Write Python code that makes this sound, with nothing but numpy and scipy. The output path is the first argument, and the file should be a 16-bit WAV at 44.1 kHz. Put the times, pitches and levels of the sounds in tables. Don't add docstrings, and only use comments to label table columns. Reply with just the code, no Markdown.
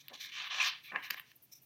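import sys
import numpy as np
from scipy import signal
from scipy.fft import rfft, irfft
from scipy.io import wavfile

SR = 44100
rng = np.random.default_rng(int(sys.argv[2]) if len(sys.argv) > 2 else 0)


def persist_wave(psi):
    counts = np.round(np.clip(psi, -1, 1) * 32767).astype(np.int16)
    wavfile.write(sys.argv[1], SR, np.atleast_2d(counts).T)


N = 72765

# start_s, length_s, level_db, low_hz, top_hz, hollow_hz, relative_fizz_db, fade_db
RUBS = [(-.01, 0.026, -59.5, 2900, 6660, 2850, -13.5, 1), (0.026, .05, -70.5, 910, 4540, 2800, -19, 1),
        (0.084, 0.015, -60, 1490, 4400, 2580, -24, 4), (0.128, 0.031, -47, 2540, 5900, 5050, -20, -5),
        (0.164, 0.044, -62, 2950, 5150, 4900, -20, 8), (0.194, 0.07, -46.5, 1940, 6060, 2850, -13.5, -1),
        (.26, 0.037, -54.5, 1760, 5100, 2800, -27, 0.5), (0.831, 0.051, -56, 2160, 3960, 3000, -7, -2),
        (0.879, 0.031, -51.5, 1130, 3900, 1760, -30, -6.5), (0.976, 0.033, -51, 1000, 2220, 3570, -26, -2),
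        (1.017, 0.053, -47.5, 1510, 2975, 3380, -15.5, -0.5),
        (1.031, 0.034, -54.5, 4200, 6230, 3420, -6, -6.5),
        (1.069, 0.056, -54.5, 1260, 2800, 3400, -13.5, 0.5),
        (1.108, 0.034, -54.5, 1100, 5830, 3700, -9.5, 1),
        (1.152, 0.028, -66.5, 1040, 3120, 3960, -25, 20.5),
        (1.164, 0.0064, -46.5, 1200, 3680, 2720, 1, -11), (1.197, 0.0058, -53.5, 1470, 2290, 3700, 0.5, -2),
        (1.249, 0.066, -72, 1610, 5640, 3760, -10, 7)]
# time_s, level_db, low_hz, top_hz, decay_s, relative_fizz_db
SNAPS = [(0.0836, -33, 2720, 4600, 0.0002, -2), (0.5463, -25, 780, 5900, 0.00017, -28),
         (.9212, -34.5, 497, 2760, 0.0023, -55), (0.9604, -19.5, 920, 3130, 0.00096, -53.5),
         (0.9676, -43, 910, 2200, 0.00035, -29), (1.1036, -25, 1300, 4670, 0.0027, -11),
         (1.1078, -17.5, 1750, 6800, .0006, -6.5), (1.1445, -30.5, 751, 3740, 0.00026, -14),
         (1.145, -34, 1100, 3360, 0.00043, -28), (1.1819, -38.5, 1310, 3100, 0.00027, -3),
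         (1.198, -31.5, 1400, 3340, 0.0011, -5.5), (1.317, -50, 1530, 4000, 0.0015, -2.5)]
# pitch_hz, level_db
SNAP_TONES = [(950, -0.5), (1850, 3.5), (2700, -0.5), (3850, -2.5), (4750, -2.5), (6900, -9)]
# start_s, length_s, level_db, top_hz, fade_db
FLAPS = [(0.1, 0.052, -62, 1190, 2), (.914, 0.046, -53.5, 1440, 8.5), (0.946, 0.017, -46, 2570, 6.5),
         (0.964, .02, -52, 2210, -1)]
# start_s, level_db, pitch_hz, decay_s
THUMPS = [(.109, -55.5, 480, 0.016), (0.918, -60, 267, 0.013), (0.96, -62, 276, 0.02),
          (1.108, -51.5, 303, 0.01)]
# time_s, level_db
SLIDE_PULLS = [
    [(0.29, -54.5), (0.312, -58.5), (0.322, -49), (0.406, -43.5), (0.476, -44.5), (0.495, -55.5)],
    [(0.5, -50), (0.51, -41), (0.578, -41), (0.61, -33.5), (0.68, -33.5), (0.702, -42.5), (0.83, -70.5)],
]
# time_s, low_hz, top_hz, hollow_hz, relative_fizz_db
SLIDE_BEND = [(.30, 1720, 5100, 5160, -27), (.35, 1360, 6100, 4800, -27), (.41, 926, 5970, 5300, -38),
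              (0.488, 1020, 4770, 4900, -22), (.52, 990, 5540, 4840, -68), (0.549, 735, 6060, 4760, -29),
              (0.603, 864, 6240, 4950, -36), (.63, 1080, 6800, 4770, -24), (0.65, 1130, 6700, 8400, -28),
              (0.678, 1010, 6200, 7460, -18), (0.711, 1120, 5160, 7000, -30),
              (0.758, 1250, 4490, 5700, -42), (.83, 1740, 4600, 5200, -23)]
# middle_s, half_length_s, level_db, pitch_hz
CATCHES = [(0.603, 0.0016, -20.5, 2600), (0.615, 0.0028, -25.5, 2437), (0.6305, 0.0014, -25, 2550),
           (0.903, .004, -47, 2270)]
# start_s, length_s, fizz_db, hiss_db, fade_db
BRUSHES = [(0.828, 0.055, -62.5, -70, -17), (1.356, 0.02, -47.5, -103, -27), (1.418, 0.04, -57, -94, -9.5),
           (1.515, 0.024, -58.5, -57, -1), (1.544, 0.042, -62.5, -62, -6.5),
           (1.615, 0.035, -59.5, -100, -10)]
# start_s, length_s, level_db, pitch_hz
SCRAPES = [(0.836, 0.039, -57.5, 2550), (0.875, 0.083, -59, 2330)]
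# frequency_hz, gain_db
AIR_COLOUR = [(25, -34), (50, -23.5), (80, -8.5), (130, -2), (200, -7), (320, -6.5), (500, -12.5),
              (1100, -17.5), (1900, -19), (2400, -13.5), (4000, -18), (6000, -16.5), (7500, -23),
              (16000, -17)]
PAPER_COLOUR = [(300, -20.5), (700, -10), (1020, -4), (1400, -9), (1750, -3), (2100, 0.5), (2450, -1),
                (3200, -1), (4000, 0.5), (4900, -8.5), (5900, -3.5), (7500, -16), (10000, -17)]
FIZZ_COLOUR = [(5000, -44), (7500, -27.5), (8600, -3), (9500, -22.5), (10700, -4.5), (12200, 3.5),
               (13300, 5), (14600, 7.5), (15800, -5.5)]
FLAP_COLOUR = [(100, -47), (170, -7), (290, 3), (460, -10.5), (700, -4), (980, 3.5), (1350, -4),
               (1800, 6.5), (2700, 3), (3200, -15), (6000, -7)]
SLIDE_COLOUR = [(300, -19), (740, -3), (1020, -4), (1400, -7.5), (1750, -4.5), (2050, -2), (2450, -1),
                (3200, 1), (4000, -2.5), (4900, -4), (5900, -6.5), (7500, -13), (10000, -10.5)]
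FINGER_COLOUR = [(1000, -46.5), (2400, -4.5), (3100, -18), (3800, -2), (4600, -16.5), (5300, 9),
                 (5900, 10.5), (7200, -11), (8300, -10), (10000, -37), (16000, -26.5)]
# pitch_hz, boost_db (capped in book_ring)
BOOK_RESONANCES = [(760, 2), (1035, 3.5), (1233, 1.5), (1502, 7.5), (1640, 8), (1850, 0.5), (2153, 2.5),
                   (2370, -0.5), (2625, 7.5), (2851, -11), (3113, 2.5), (3844, 9.5), (4179, -0.5),
                   (5690, 3.5), (5868, 4)]
# delay_s, gain
ECHOES = [(.0017, 0.41), (.0031, -0.23), (.0058, -0.022), (.0084, -0.034)]

LOW_SLOPE, TOP_SLOPE = 2.93, 3.6
RUB_RISE_S, SLOW_RELEASE_S = 0.014, 0.012
SHEET_BASS_LIMIT_HZ = 166


def amp(db):
    return 10 ** (np.asarray(db) / 20)


def unit(x):
    return x / np.sqrt(np.mean(x ** 2) + 1e-20)


def colour(points, hz):
    f, db = np.transpose(points)
    return amp(np.interp(np.log(hz + 1), np.log(f), db))


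def below(hz, edge_hz, slope):
    return 1 / np.sqrt(1 + ((hz + 1) / (edge_hz + 1)) ** (2 * slope))


def band(hz, low_hz, top_hz, low_slope=LOW_SLOPE, top_slope=TOP_SLOPE):
    return below(low_hz, hz, low_slope) * below(hz, top_hz, top_slope)


def bell(offset, width):
    return np.exp(-(offset / width) ** 2)


def shaped(x, gain):
    return unit(irfft(rfft(x) * gain(np.fft.rfftfreq(len(x), 1 / SR)), len(x)))


def coloured(x, points):
    return shaped(x, lambda f: colour(points, f))


def add(mix, start_s, sound):
    at = round(start_s * SR)
    sound = sound[max(-at, 0):]
    part = mix[max(at, 0):][:len(sound)]
    part += sound[:len(part)]


def friction(size, slips_per_s=9000, spread_db=2, flutter_db=1.37, clump_s=0.003):
    slips = (rng.random(size) < slips_per_s / SR) * rng.choice([-1, 1], size)
    strength = amp(spread_db * np.minimum(rng.exponential(1, size), 4))
    clumps = np.interp(np.arange(size) / SR / clump_s, np.arange(size), rng.standard_normal(size))
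    hiss = 0.71 * rng.standard_normal(size)
    return unit((unit(slips * strength) + hiss) * amp(flutter_db * clumps))


def stroke(length_s, fade_db, rise_s, release_s):
    t = np.arange(SR // 4) / SR
    rise = np.minimum(t / rise_s, 1)
    hold = amp(fade_db * np.minimum(t / length_s, 1))
    release = np.exp(-np.maximum(t - length_s, 0) / release_s)
    return friction(len(t)), rise * hold * release


def room_tone(hum_hz=140.6, width_hz=22):
    air = coloured(rng.standard_normal(N), AIR_COLOUR)
    hum = shaped(rng.standard_normal(N), lambda f: 1 / (1 + ((f - hum_hz) / width_hz) ** 2))
    return amp(-71) * air + amp(-80.5) * hum


def rub(length_s, db, low_hz, top_hz, hollow_hz, fizz_db, fade_db):
    slips, envelope = stroke(length_s, fade_db, RUB_RISE_S, release_s=0.0076)
    hollow = lambda f: amp(-10 * bell(f - hollow_hz, width=220))
    body = shaped(slips, lambda f: colour(PAPER_COLOUR, f) * hollow(f) * band(f, low_hz, top_hz))
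    fizz = amp(fizz_db) * coloured(slips, FIZZ_COLOUR)
    return amp(db) * envelope * (body + fizz)


def snap(db, low_hz, top_hz, decay_s, fizz_db, rise_s=0.0012, fizz_hz=14400):
    t = np.arange(-SR // 50, SR // 50) / SR
    envelope = np.where(t < 0, np.maximum(1 + t / rise_s, 0) ** 2, np.exp(-abs(t) / decay_s))
    ring = sum(amp(tone_db) * np.cos(2 * np.pi * hz * t + 0.43 * rng.standard_normal())
               for hz, tone_db in SNAP_TONES)
    noise = rng.standard_normal(len(t))
    pop = (unit(ring) + 0.5 * coloured(noise, PAPER_COLOUR)) * envelope
    body = shaped(pop, lambda f: band(f, low_hz, top_hz, 3, 7) * below(SHEET_BASS_LIMIT_HZ, f, LOW_SLOPE))
    fizz = (coloured(noise, FIZZ_COLOUR) + np.sin(2 * np.pi * fizz_hz * t)) * envelope
    return amp(db) * (body / abs(body).max() + amp(fizz_db) * fizz / abs(fizz).max())


def flap(length_s, db, top_hz, fade_db, low_hz=165):
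    slips, envelope = stroke(length_s, fade_db, rise_s=0.0019, release_s=SLOW_RELEASE_S)
    crumple = shaped(slips, lambda f: colour(FLAP_COLOUR, f) * band(f, low_hz, top_hz, low_slope=5))
    return amp(db) * envelope * crumple


def thump(db, hz, decay_s, edge_ratio=1.25):
    t = np.arange(SR // 6) / SR
    noise = rng.standard_normal(len(t))
    knock = shaped(noise, lambda f: band(f, hz / edge_ratio, hz * edge_ratio, 1.2, 6.3))
    envelope = np.minimum(t * hz, 1) * np.exp(-t / decay_s)
    bass_cut = signal.butter(4, SHEET_BASS_LIMIT_HZ, "high", fs=SR, output="sos")
    return amp(db) * signal.sosfilt(bass_cut, knock * envelope)


def slide(murmur_hz=290):
    t, slips = np.arange(N) / SR, friction(N)
    bend_s, *bend_hz, fizz_db = np.transpose(SLIDE_BEND)
    hz, slice_s, slices = signal.stft(slips, SR, nperseg=512, noverlap=384)
    hz = hz[:, None]
    low_hz, top_hz, hollow_hz = (np.interp(slice_s, bend_s, column) for column in bend_hz)
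    ring_db = bell(hz / low_hz - 1, width=0.053)
    hollow_db = -8.5 * bell(hz - hollow_hz, width=650)
    gain = colour(SLIDE_COLOUR, hz) * band(hz, low_hz, top_hz, 4.6, 7.3) * amp(ring_db + hollow_db)
    gain /= np.sqrt(np.mean(gain ** 2, 0))
    body = signal.istft(slices * gain, SR, nperseg=512, noverlap=384)[1][:N]
    fizz = coloured(slips, FIZZ_COLOUR) * amp(np.interp(t, bend_s, fizz_db))
    murmur = amp(-36.5) * shaped(slips, lambda f: band(f, murmur_hz, murmur_hz, 5.1, 4))
    pull_db = np.interp(t, *np.vstack(SLIDE_PULLS).T, left=-120, right=-120)
    return (body + fizz + murmur) * amp(pull_db)


def catch(half_length_s, db, hz):
    t = np.arange(-3 * half_length_s, 3 * half_length_s, 1 / SR)
    return amp(db) * bell(t, half_length_s) * np.sin(2 * np.pi * hz * t)


def brush(length_s, fizz_db, hiss_db, fade_db):
    slips, envelope = stroke(length_s, fade_db, rise_s=0.0092, release_s=0.0044)
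    fizz = amp(fizz_db) * coloured(slips, FIZZ_COLOUR)
    hiss = amp(hiss_db) * coloured(slips, FINGER_COLOUR)
    return envelope * (fizz + hiss)


def scrape(length_s, db, hz, width_hz=400):
    slips, envelope = stroke(length_s, fade_db=0, rise_s=RUB_RISE_S, release_s=SLOW_RELEASE_S)
    return amp(db) * envelope * shaped(slips, lambda f: 1 / (1 + (2 * (f - hz) / width_hz) ** 2))


def book_ring(page, width_hz=48, max_boost_db=5.5):
    f = np.fft.rfftfreq(2 * N, 1 / SR)
    gain = 1 + sum((amp(min(db, max_boost_db)) - 1) / (1 + 2j * (f - hz) / width_hz)
                   for hz, db in BOOK_RESONANCES)
    return irfft(rfft(page, 2 * N) * gain)[:N]


def room_echo(sound, tail_s=0.31, tail_db=-15.5, top_hz=4800, rise_s=0.0059):
    t = np.arange(SR // 2) / SR
    tail = shaped(rng.standard_normal(len(t)), lambda f: below(f, top_hz, 2.1))
    tail *= amp(-60 * t / tail_s) * np.minimum(t / rise_s, 1)
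    response = amp(tail_db) * tail / np.linalg.norm(tail)
    response[0] = 1
    for delay_s, gain in ECHOES:
        add(response, delay_s, np.array([gain]))
    return signal.fftconvolve(sound, response)[:N]


def scene():
    page = slide()
    for source, table in (rub, RUBS), (scrape, SCRAPES), (flap, FLAPS), (brush, BRUSHES), (thump, THUMPS):
        for start_s, *row in table:
            add(page, start_s, source(*row))
    for source, table in (snap, SNAPS), (catch, CATCHES):
        for middle_s, *row in table:
            sound = source(*row)
            add(page, middle_s - len(sound) / 2 / SR, sound)
    return (room_echo(book_ring(page)) + room_tone())[None]


def record(dry):
    treble_cut = signal.firwin(511, 16000, window=("kaiser", 9), fs=SR)
    return signal.oaconvolve(dry, treble_cut[None], "same")


dry = scene()
out = record(dry)
persist_wave(out)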